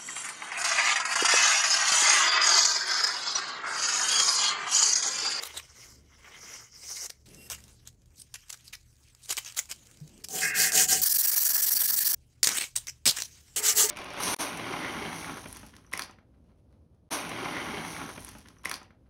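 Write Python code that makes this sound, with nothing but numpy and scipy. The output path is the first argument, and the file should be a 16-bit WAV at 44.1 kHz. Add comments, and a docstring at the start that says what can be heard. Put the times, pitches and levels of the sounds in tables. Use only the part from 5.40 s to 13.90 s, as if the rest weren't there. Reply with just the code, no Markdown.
"""Hand sanding a steel blade

A small workshop, microphone close to the clamped blade. Strips of sandpaper are pulled from a wooden rack, folded
round a stick and rubbed slowly to and fro; then comes sanding played several times too fast, thin and high; spent
strips drop on a heap of paper and slow strokes begin again. Scrape and paper are clumped grain noise shaped by hand
speed; steel and rack are resonances; creases are short cracks. A low room rumble lies under it and falls back
during the fast run.
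"""
import sys
import numpy as np
from scipy import signal
from scipy.fft import rfft, irfft, next_fast_len
from scipy.io import wavfile
from scipy.ndimage import uniform_filter1d, map_coordinates

SR = 44100
rng = np.random.default_rng(int(sys.argv[2]) if len(sys.argv) > 2 else 0)


def log_audio(samples):
    """Write samples as a 16-bit WAV file to the path given in sys.argv[1]."""
    # one column per channel
    frames = np.atleast_2d(samples).T
    # limit to full scale, then quantise
    limited = np.clip(frames, -1, 1)
    pcm = np.round(limited * 32767).astype(np.int16)
    wavfile.write(sys.argv[1], SR, pcm)


def gain_from_decibels(decibels):
    """Convert decibel values to linear amplitude factors."""
    exponent = np.asarray(decibels, float) / 20
    return 10 ** exponent


N = 374850

# The fast run is heard between the first two times [s]; slow strokes up to the first and from the last.
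QUICK_START, QUICK_END, SLOW_AGAIN = 5.617, 6.746, 8.161


def unit(x):
    """Scaled to rms 1."""
    return x / np.sqrt(np.mean(x ** 2) + 1e-20)


def between(start, end):
    """True from start to end, in seconds."""
    return (np.arange(N) > start * SR) & (np.arange(N) < end * SR)


def curves(rows):
    """One value per sample for each column after time; -120 dB outside the table."""
    s, *cols = np.transpose(rows)
    return [np.interp(np.arange(N) / SR, s, c, -120, -120) for c in cols]


def wobble(rate):
    """A smooth random curve, rate knots a second."""
    knots = rng.standard_normal(int(N * rate / SR) + 4)
    return map_coordinates(knots, [np.arange(N) * rate / SR])


def filtered(x, response):
    """The spectrum of x times a complex response of frequency."""
    m = next_fast_len(N + SR // 2)
    return irfft(rfft(x, m) * response(np.fft.rfftfreq(m, 1 / SR)), m)[:N]


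def coloured(x, points):
    """x shaped by (Hz, dB) points, falling steeply past both ends, with its rms kept."""
    below, above = (points[0][0] * .9, -70), (points[-1][0] * 1.05, -70)
    f, db = np.transpose([below, *points, above])
    y = filtered(x, lambda hz: gain_from_decibels(np.interp(np.log(hz + 1), np.log(f), db)))
    return unit(y) * np.sqrt(np.mean(x ** 2))


def ringing(x, modes):
    """x through parallel (Hz, width Hz, dB) resonances of alternating sign, with its rms kept."""
    def response(f):
        return sum((-1) ** k * gain_from_decibels(db) * 1j * f * w / (c * c - f * f + 1j * f * w)
                   for k, (c, w, db) in enumerate(modes))
    return unit(filtered(x, response)) * np.sqrt(np.mean(x ** 2))


def grit(spiky_db, clump_db, clump_rate, patchy_db):
    """Abrasive grains catching: noise whose size jumps from grain to grain, in clumps, its colour shifting in patches."""
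    size_db = spiky_db * wobble(2500) + clump_db * wobble(clump_rate)
    grains = rng.standard_normal(N) * gain_from_decibels(size_db)
    z = signal.stft(grains, nperseg=256)[2]
    field = uniform_filter1d(rng.standard_normal(z.shape), size=7, axis=0)  # blurred over frequency
    field = uniform_filter1d(field, size=16, axis=1)  # and over time
    return unit(signal.istft(z * gain_from_decibels(patchy_db * unit(field)), nperseg=256)[1][:N])


def motion(start, end, top):
    """Hand speed 0-1 over one stroke: still at both ends, fastest at the share top of the way from start to end."""
    u = np.clip((np.arange(N) / SR - start) / (end - start), 0, 1)
    top = np.clip(top, .05, .95)
    phase = np.where(u < top, u / top, 1 + (u - top) / (1 - top))
    return np.sin(np.pi * phase / 2).clip(0)


# Two runs of slow strokes on the blade, each stroke lasting until the next starts:
# (start [s], scrape level [dB], blade ring level [dB], moment of top speed [0-1])
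STROKES = [
    [(4.883, -30, -41, 0.45), (5.136, -21.5, -42, 0.53), (5.311, -19.5, -37, 0.5), (5.47, -21.5, -43, 0.29)],
    [(8.111, -24, -34, 0.28), (8.214, -22, -35, 0.53), (8.345, -19.5, -34.5, 0.29),
     (8.485, -14.5, -33, 0.35)],
]
# Colour of the slow scrape: (frequency [Hz], level [dB])
SLOW_SCRAPE = [(1530, -50.5), (2900, -12), (3770, -18), (4070, -13), (7650, -4), (9540, -12),
               (14100, -15.5), (16000, -14.5)]
# Blade, stick and vice under the first slow strokes: (frequency [Hz], width [Hz], level [dB])
BLADE = [(158, 16, -0.5), (434, 18, -1.5), (757, 18, 6.5), (500, 920, -15)]
# Blade clamped anew for the last strokes: (frequency [Hz], width [Hz], level [dB])
BLADE_AGAIN = [(424, 18, 3), (917, 11, 0.5), (1194, 20, -3), (2000, 600, -2), (795, 3000, -16)]
# Thin edge of the blade: (frequency [Hz], width [Hz], level [dB])
EDGE = [(1610, 66, 1.5), (1790, 45, 0), (1910, 120, -3), (2137, 55, 0), (2500, 80, -4.5), (2740, 45, -4)]
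# The paper bites: the edge sings out just after 5.0 s and fades until 5.5 s:
# (end of fade [s], onset [s], level [dB], moment of most effort, counted back from the end of the fade [0-1])
BITE = (5.5, 5, -30.5, 0.94)


def slow_strokes():
    """Scrape grows steeply with speed; the blade rings from the same grains and carries through the turns."""
    last_stroke_s, overlap_s = 0.15, 0.005  # length of the last stroke of a run; blur at each turn
    catches_per_s, catch_db = 200, 12  # coarse grains catching on the steel
    scrape, ring = np.zeros((2, N))
    for run in STROKES:
        ends = [row[0] for row in run[1:]] + [run[-1][0] + last_stroke_s]
        for (start, db, ring_db, top), end in zip(run, ends):
            end = end + overlap_s
            speed = motion(start, end, top)
            scrape += gain_from_decibels(db) * (speed ** 1.33 + gain_from_decibels(-37.0) * between(start, end))
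            ring += gain_from_decibels(ring_db) * (speed ** 0.98 + gain_from_decibels(-19.5) * between(start, end))
    grains = grit(spiky_db=0.5, clump_db=1, clump_rate=90, patchy_db=2.5)
    catches = gain_from_decibels(catch_db) * rng.standard_normal(N) * (rng.random(N) < catches_per_s / SR)
    fade_end, onset, bite_db, bite_top = BITE
    bite = gain_from_decibels(bite_db) * motion(fade_end, onset, bite_top) ** 2  # shape runs backwards: quick rise, long fade
    edge = ringing((gain_from_decibels(-16) * scrape + bite) * grains, EDGE)
    first, last = between(0, QUICK_START), between(SLOW_AGAIN, N)
    blade = ringing(first * ring * grains, BLADE) + first * edge
    blade = blade + last * ringing(last * ring * grains, BLADE_AGAIN)
    return (first | last) * coloured(scrape * (grains + catches), SLOW_SCRAPE) + blade


# Colour of the fast scrape: (frequency [Hz], level [dB])
QUICK_SCRAPE = [(1880, -74), (2900, -21), (3860, -18.5), (4440, -8.5), (7000, -9), (11000, -6), (15800, -2)]
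# Blade under the fast strokes: (frequency [Hz], width [Hz], level [dB])
QUICK_BLADE = [(300, 360, -13.5), (1690, 2760, -6.5), (1700, 140, 4)]
# Bright sheen from the blade face: (frequency [Hz], width [Hz], level [dB])
QUICK_SHEEN = [(5750, 490, 1.5), (8320, 600, 0), (11900, 600, 0.5), (13600, 700, 0.5), (15200, 1200, 2)]


def sped_up_strokes():
    """Sanding played several times too fast: short flat-topped strokes with sharp dips at the turns, pushes harder
    than pulls, quickening while softening slightly."""
    strokes, first_s, stroke_s = 27, 5.6, .04454
    hurry_s = .0000473  # each stroke is twice this shorter than the one before
    pause_s = 0.00095  # stillness either side of the far turn
    turn = np.arange(strokes + 1)
    turns = first_s + stroke_s * turn - hurry_s * turn ** 2
    stroke_db = -23.5 + 0.97 * (-1) ** turn - 0.096 * turn
    top = rng.uniform(.5, .9, len(turn))
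    speeds = [motion(a + pause_s * (k % 2 == 0), b - pause_s * (k % 2), top[k])
              for k, a, b in zip(turn, turns, turns[1:])]
    # tanh flattens the top of each stroke; a faint scrape carries through the turns
    scrape = sum(gain_from_decibels(db) * np.tanh(2.22 * v) ** 1.28 for db, v in zip(stroke_db, speeds)) + gain_from_decibels(-43.5)
    ring = gain_from_decibels(-42.5) * (sum(speeds) ** 0.57 + gain_from_decibels(-6))
    run = between(QUICK_START, QUICK_END)
    grains = run * grit(spiky_db=2, clump_db=1.6, clump_rate=200, patchy_db=2.2)
    face_grains = run * grit(spiky_db=2.5, clump_db=2, clump_rate=200, patchy_db=2.5)
    sheen = ringing(ringing(scrape * face_grains, QUICK_SHEEN), QUICK_SHEEN)
    blade = ringing(ring * face_grains, QUICK_BLADE)
    # the thin blade tone loses its lows and its treble
    blade = filtered(blade, lambda hz: (hz / (hz + 60)) ** 4 / (1 + (hz / 3200) ** 4))
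    return coloured(scrape * grains, QUICK_SCRAPE) + gain_from_decibels(-5) * sheen + blade


# Folds, rubs and strips landing on the heap:
# (start [s], end [s], hiss level [dB], body level [dB], moment of most effort [0-1])
RUSTLES = [(0.01, 0.078, -35.5, -41, 1), (0.13, 0.208, -42.5, -40, 0.72), (1.695, 1.708, -39.5, -45, 0.56),
           (2.1, 2.172, -37.5, -42.5, 0), (2.451, 2.494, -51.5, -53, 0.95), (2.754, 2.827, -50, -67, 0.97),
           (2.941, 2.972, -41, -46.5, 0), (3.092, 3.118, -40, -46, 0.22), (3.127, 3.155, -42.5, -49, 0.05),
           (3.234, 3.303, -54, -64.5, 0.5), (3.325, 3.361, -42, -48.5, 0.47), (3.828, 3.874, -49, -67, 0.5),
           (3.879, 3.937, -31, -38, 0.76), (3.969, 4.002, -31.5, -38.5, 0.19),
           (4.048, 4.115, -43.5, -46.5, 0), (4.162, 4.205, -27, -36.5, 0.52),
           (4.287, 4.335, -38, -40.5, 0.57), (4.837, 4.859, -38, -51, 0.2), (7.03, 7.094, -23, -36, 0.05),
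           (7.07, 7.154, -29, -35.5, 0.21), (7.121, 7.198, -29.5, -32.5, 0.73),
           (7.195, 7.259, -30, -36.5, 0.2), (7.354, 7.39, -29.5, -39, 0.21), (7.47, 7.515, -40, -46, 0),
           (7.656, 7.724, -19.5, -29.5, 0.21), (7.759, 7.809, -33.5, -37, 0.26),
           (7.801, 7.877, -39, -48, 0)]
# Colours of the three layers of paper noise: (frequency [Hz], level [dB])
PAPER_BODY = [(250, -18.5), (450, -13.5), (1100, -6), (2400, -1), (3200, -2), (4200, -20)]
PAPER_HISS = [(2800, -34.5), (3800, -7), (6500, -0.5), (16000, -18.5)]
PAPER_SIZZLE = [(8000, 4), (9200, -15), (16000, -16.5)]


def paper():
    """Rustles crackle; the harder the rub, the more sizzle on top; strips landing on the heap slap below."""
    hiss, body = np.zeros((2, N))
    for start, end, db, body_db, top in RUSTLES:
        effort = motion(start, end, top) ** 1.03
        hiss += gain_from_decibels(db) * effort
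        body += gain_from_decibels(body_db) * effort
    crackle = grit(spiky_db=3.5, clump_db=4.0, clump_rate=220, patchy_db=4.0)
    sizzle = gain_from_decibels(-3.5) * hiss ** 1.38 * coloured(crackle, PAPER_SIZZLE)
    landing = between(QUICK_END, SLOW_AGAIN)
    slap = gain_from_decibels(2.0) * landing * body ** 1.51 * coloured(crackle, MURMUR)
    return body * coloured(crackle, PAPER_BODY) + hiss * coloured(crackle, PAPER_HISS) + sizzle + slap


# The heap shifting after a strip lands: (start [s], hiss level [dB], fade [dB/s])
SETTLING = [(7.241, -38.5, 393), (7.394, -54.5, 157), (7.717, -39, 173), (7.858, -60.5, 18)]


def heap():
    """Level of the paper heap: each landing leaves it shifting, fading at its own speed to a faint rest."""
    still_db = -75.5
    t = np.arange(N) / SR
    shifting = sum((t > start) * gain_from_decibels(db - fade * (t - start).clip(0)) for start, db, fade in SETTLING)
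    return (shifting + gain_from_decibels(still_db)) * between(QUICK_END, SLOW_AGAIN)


# Strips sliding in their rack slots: (time [s], hiss level [dB], body level [dB])
PULL = [(0, -52.5, -45), (0.34, -60.5, -64), (0.43, -50.5, -58), (0.55, -59.5, -65), (0.63, -73, -73),
        (0.87, -63, -53), (1.15, -46, -50.5), (1.3, -63.5, -67.5), (1.47, -42.5, -55), (1.665, -36.5, -49),
        (1.685, -73, -71), (1.86, -73, -88)]
# Wooden rack, low and high resonances: (frequency [Hz], width [Hz], level [dB])
RACK_BODY = [(418, 120, -4.5), (1280, 650, -4), (2125, 200, 3), (3050, 560, -5)]
RACK_HISS = [(5125, 920, -0.5), (5910, 640, 3.5), (6680, 1090, -2)]
# Fingers smoothing paper round the stick: (time [s], hiss level [dB])
FINGERS = [(1.858, -58.5), (2.0, -63), (2.15, -58), (2.3, -61.5), (2.54, -79), (3.1, -64), (3.45, -71.5),
           (3.8, -67.5), (3.98, -53.5), (4.4, -63.5), (4.83, -65.5)]


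def slides():
    """Even rubbing: strips in their slots sound through the wooden rack; fingers and the heap whisper."""
    fingers_body_db, heap_body_db = -4.5, -6.5  # body relative to hiss
    slide = grit(spiky_db=2.5, clump_db=2.0, clump_rate=49, patchy_db=3.0)
    hiss, body = gain_from_decibels(curves(PULL))
    # reversed grains keep the rack's hiss independent of its body
    rack = body * ringing(slide, RACK_BODY) + hiss * ringing(ringing(slide[::-1], RACK_HISS), RACK_HISS)
    rack = rack + gain_from_decibels(-2.5) * hiss * coloured(slide, PAPER_HISS)
    fingers, shifting = gain_from_decibels(curves(FINGERS)[0]), heap()
    soft = grit(spiky_db=-0.5, clump_db=2.0, clump_rate=97, patchy_db=3.5)
    low_level = gain_from_decibels(fingers_body_db) * fingers + gain_from_decibels(heap_body_db) * shifting
    low = low_level * coloured(soft, PAPER_BODY)
    sizzle = gain_from_decibels(-8.5) * (hiss + fingers + shifting) ** 1.187 * coloured(soft, PAPER_SIZZLE)
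    return rack + low + (fingers + shifting) * coloured(soft, PAPER_HISS) + sizzle


# Single sharp cracks: creases snapping, and a coarse grain catching on the steel at 5.32 s:
# (time [s], relative level [dB])
CRACKS = [(2.4742, -32), (4.3131, -22), (4.8858, -28.5), (5.3203, -15), (7.0454, -10.5), (7.0718, -6.5),
          (7.656, -12), (7.6757, -17), (7.8211, -17.5)]


def cracks():
    """A crease gives way or a grain catches: a crack of a few milliseconds; abrupt rustles open with one, and bent
    paper ticks at random."""
    ticks_per_s, tick_db, tick_spread_db = 24, 17, 5  # tick level over the fingers' rubbing, give or take the spread
    openers = [(start, db + 11.5) for start, _, db, _, top in RUSTLES if top < .2]
    fingers_db, = curves(FINGERS)
    ticks = []
    for u, v in rng.random((int(ticks_per_s * N / SR), 2)):
        place = u * (N - 1)
        ticks.append((place / SR, fingers_db[int(place)] + tick_db + tick_spread_db * (2 * v - 1)))
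    crack, t = np.zeros(N + SR), np.arange(SR // 20) / SR
    for s, db in list(CRACKS) + openers + ticks:
        crack[round(s * SR):][:len(t)] += gain_from_decibels(db - 4.0 - 60 * t / 0.015)  # falls 60 dB in 15 ms
    noise = rng.standard_normal(N)
    return crack[:N] * (coloured(noise, PAPER_HISS) + gain_from_decibels(-13.0) * coloured(noise, PAPER_BODY))


# Airy tones of a strip on the stick: (frequency [Hz], width [Hz], level [dB])
WHISTLE = [(2745, 21, 7.5), (5160, 200, -2), (8100, 350, -2.5), (11300, 450, -4), (14700, 500, -11)]


def whistle():
    """A thin airy whistle, noise through narrow resonances, while a strip slides along the stick."""
    glide = motion(1.91, 2.085, 1.0) ** 1.1 + gain_from_decibels(-13) * motion(2.16, 2.26, 0.5) ** 0.55
    return gain_from_decibels(-53.5) * glide * ringing(rng.standard_normal(N), WHISTLE)


def thump():
    """The stick is set against the blade with a dull low knock: a decaying 151 Hz tone with a soft onset."""
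    t = (np.arange(N) / SR - 4.612).clip(0)
    tone = np.sin(2 * np.pi * 151 * t)
    onset = 1 - np.exp(-t / 0.0059)
    return gain_from_decibels(-31.5 - 60 * t / 0.15) * onset * tone


def walls(x):
    """A short diffuse answer from bench and walls: noise falling 60 dB in 0.16 s, 200 samples late."""
    t = np.arange(SR // 3) / SR
    tail = rng.standard_normal(len(t)) * gain_from_decibels(-60 * t / 0.16)
    return signal.fftconvolve(np.pad(x, (200, 0)), tail / np.linalg.norm(tail))[:N]


# Background of the workshop: (time [s], relative rumble level [dB], relative murmur level [dB])
ROOM = [(0, -67.5, -78), (0.62, -67.5, -67), (1.85, -68.5, -67.5), (1.88, -62.5, -57), (2.6, -64.5, -73.5),
        (4.2, -68.5, -76.5), (4.6, -67, -60), (5.615, -60, -50.5), (5.63, -85, -66.5), (6.74, -88.5, -64),
        (6.755, -66, -72.5), (8.49, -65.5, -71.5)]
# Colour of the low rumble: (frequency [Hz], level [dB])
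RUMBLE = [(22, -37), (40, 2), (55, -11.5), (150, -9), (200, -29.5)]
# Two wavering hums in the rumble: (frequency [Hz], width [Hz], level [dB])
HUMS = [(70.9, 8.7, -1.5), (118.2, 8.6, -3)]
# Colour of the dull murmur, also of the slap of landing strips: (frequency [Hz], level [dB])
MURMUR = [(120, -9), (200, -4), (450, -12.5), (1200, -31.5), (16000, -46.5)]


def room():
    """Lumpy rumble with two wavering hums, and a dull murmur above it, all from filtered noise."""
    rumble_db, murmur_db = curves(ROOM)
    hums = ringing(ringing(rng.standard_normal(N), HUMS), HUMS)
    rumble = coloured(rng.standard_normal(N), RUMBLE) + gain_from_decibels(2.5) * hums
    rumble = gain_from_decibels(rumble_db - 0.5 + 1.5 * wobble(5.5)) * rumble
    murmur = gain_from_decibels(murmur_db + 2.7 * wobble(7.1)) * coloured(rng.standard_normal(N), MURMUR)
    return rumble + murmur


def scene():
    """Everything near the microphone, the echo of paper and cracks, and the room."""
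    handling = paper() + slides() + cracks()
    near = handling + gain_from_decibels(-14.0) * walls(handling) + whistle() + thump()
    return (near + slow_strokes() + sped_up_strokes() + room())[None]


def low_pass(x):
    """Removes everything above the highest recorded frequency."""
    return signal.sosfilt(signal.butter(12, 16970, fs=SR, output="sos"), x)


def record(dry):
    """The microphone path passes about 35 Hz to 16 kHz."""
    kept = filtered(dry[0], lambda hz: gain_from_decibels(np.interp(hz, [15, 38, 15700, 16050], [-34.5, 0, -0.5, -69])))
    return low_pass(kept[None])


dry = scene()
out = record(dry)
log_audio(out)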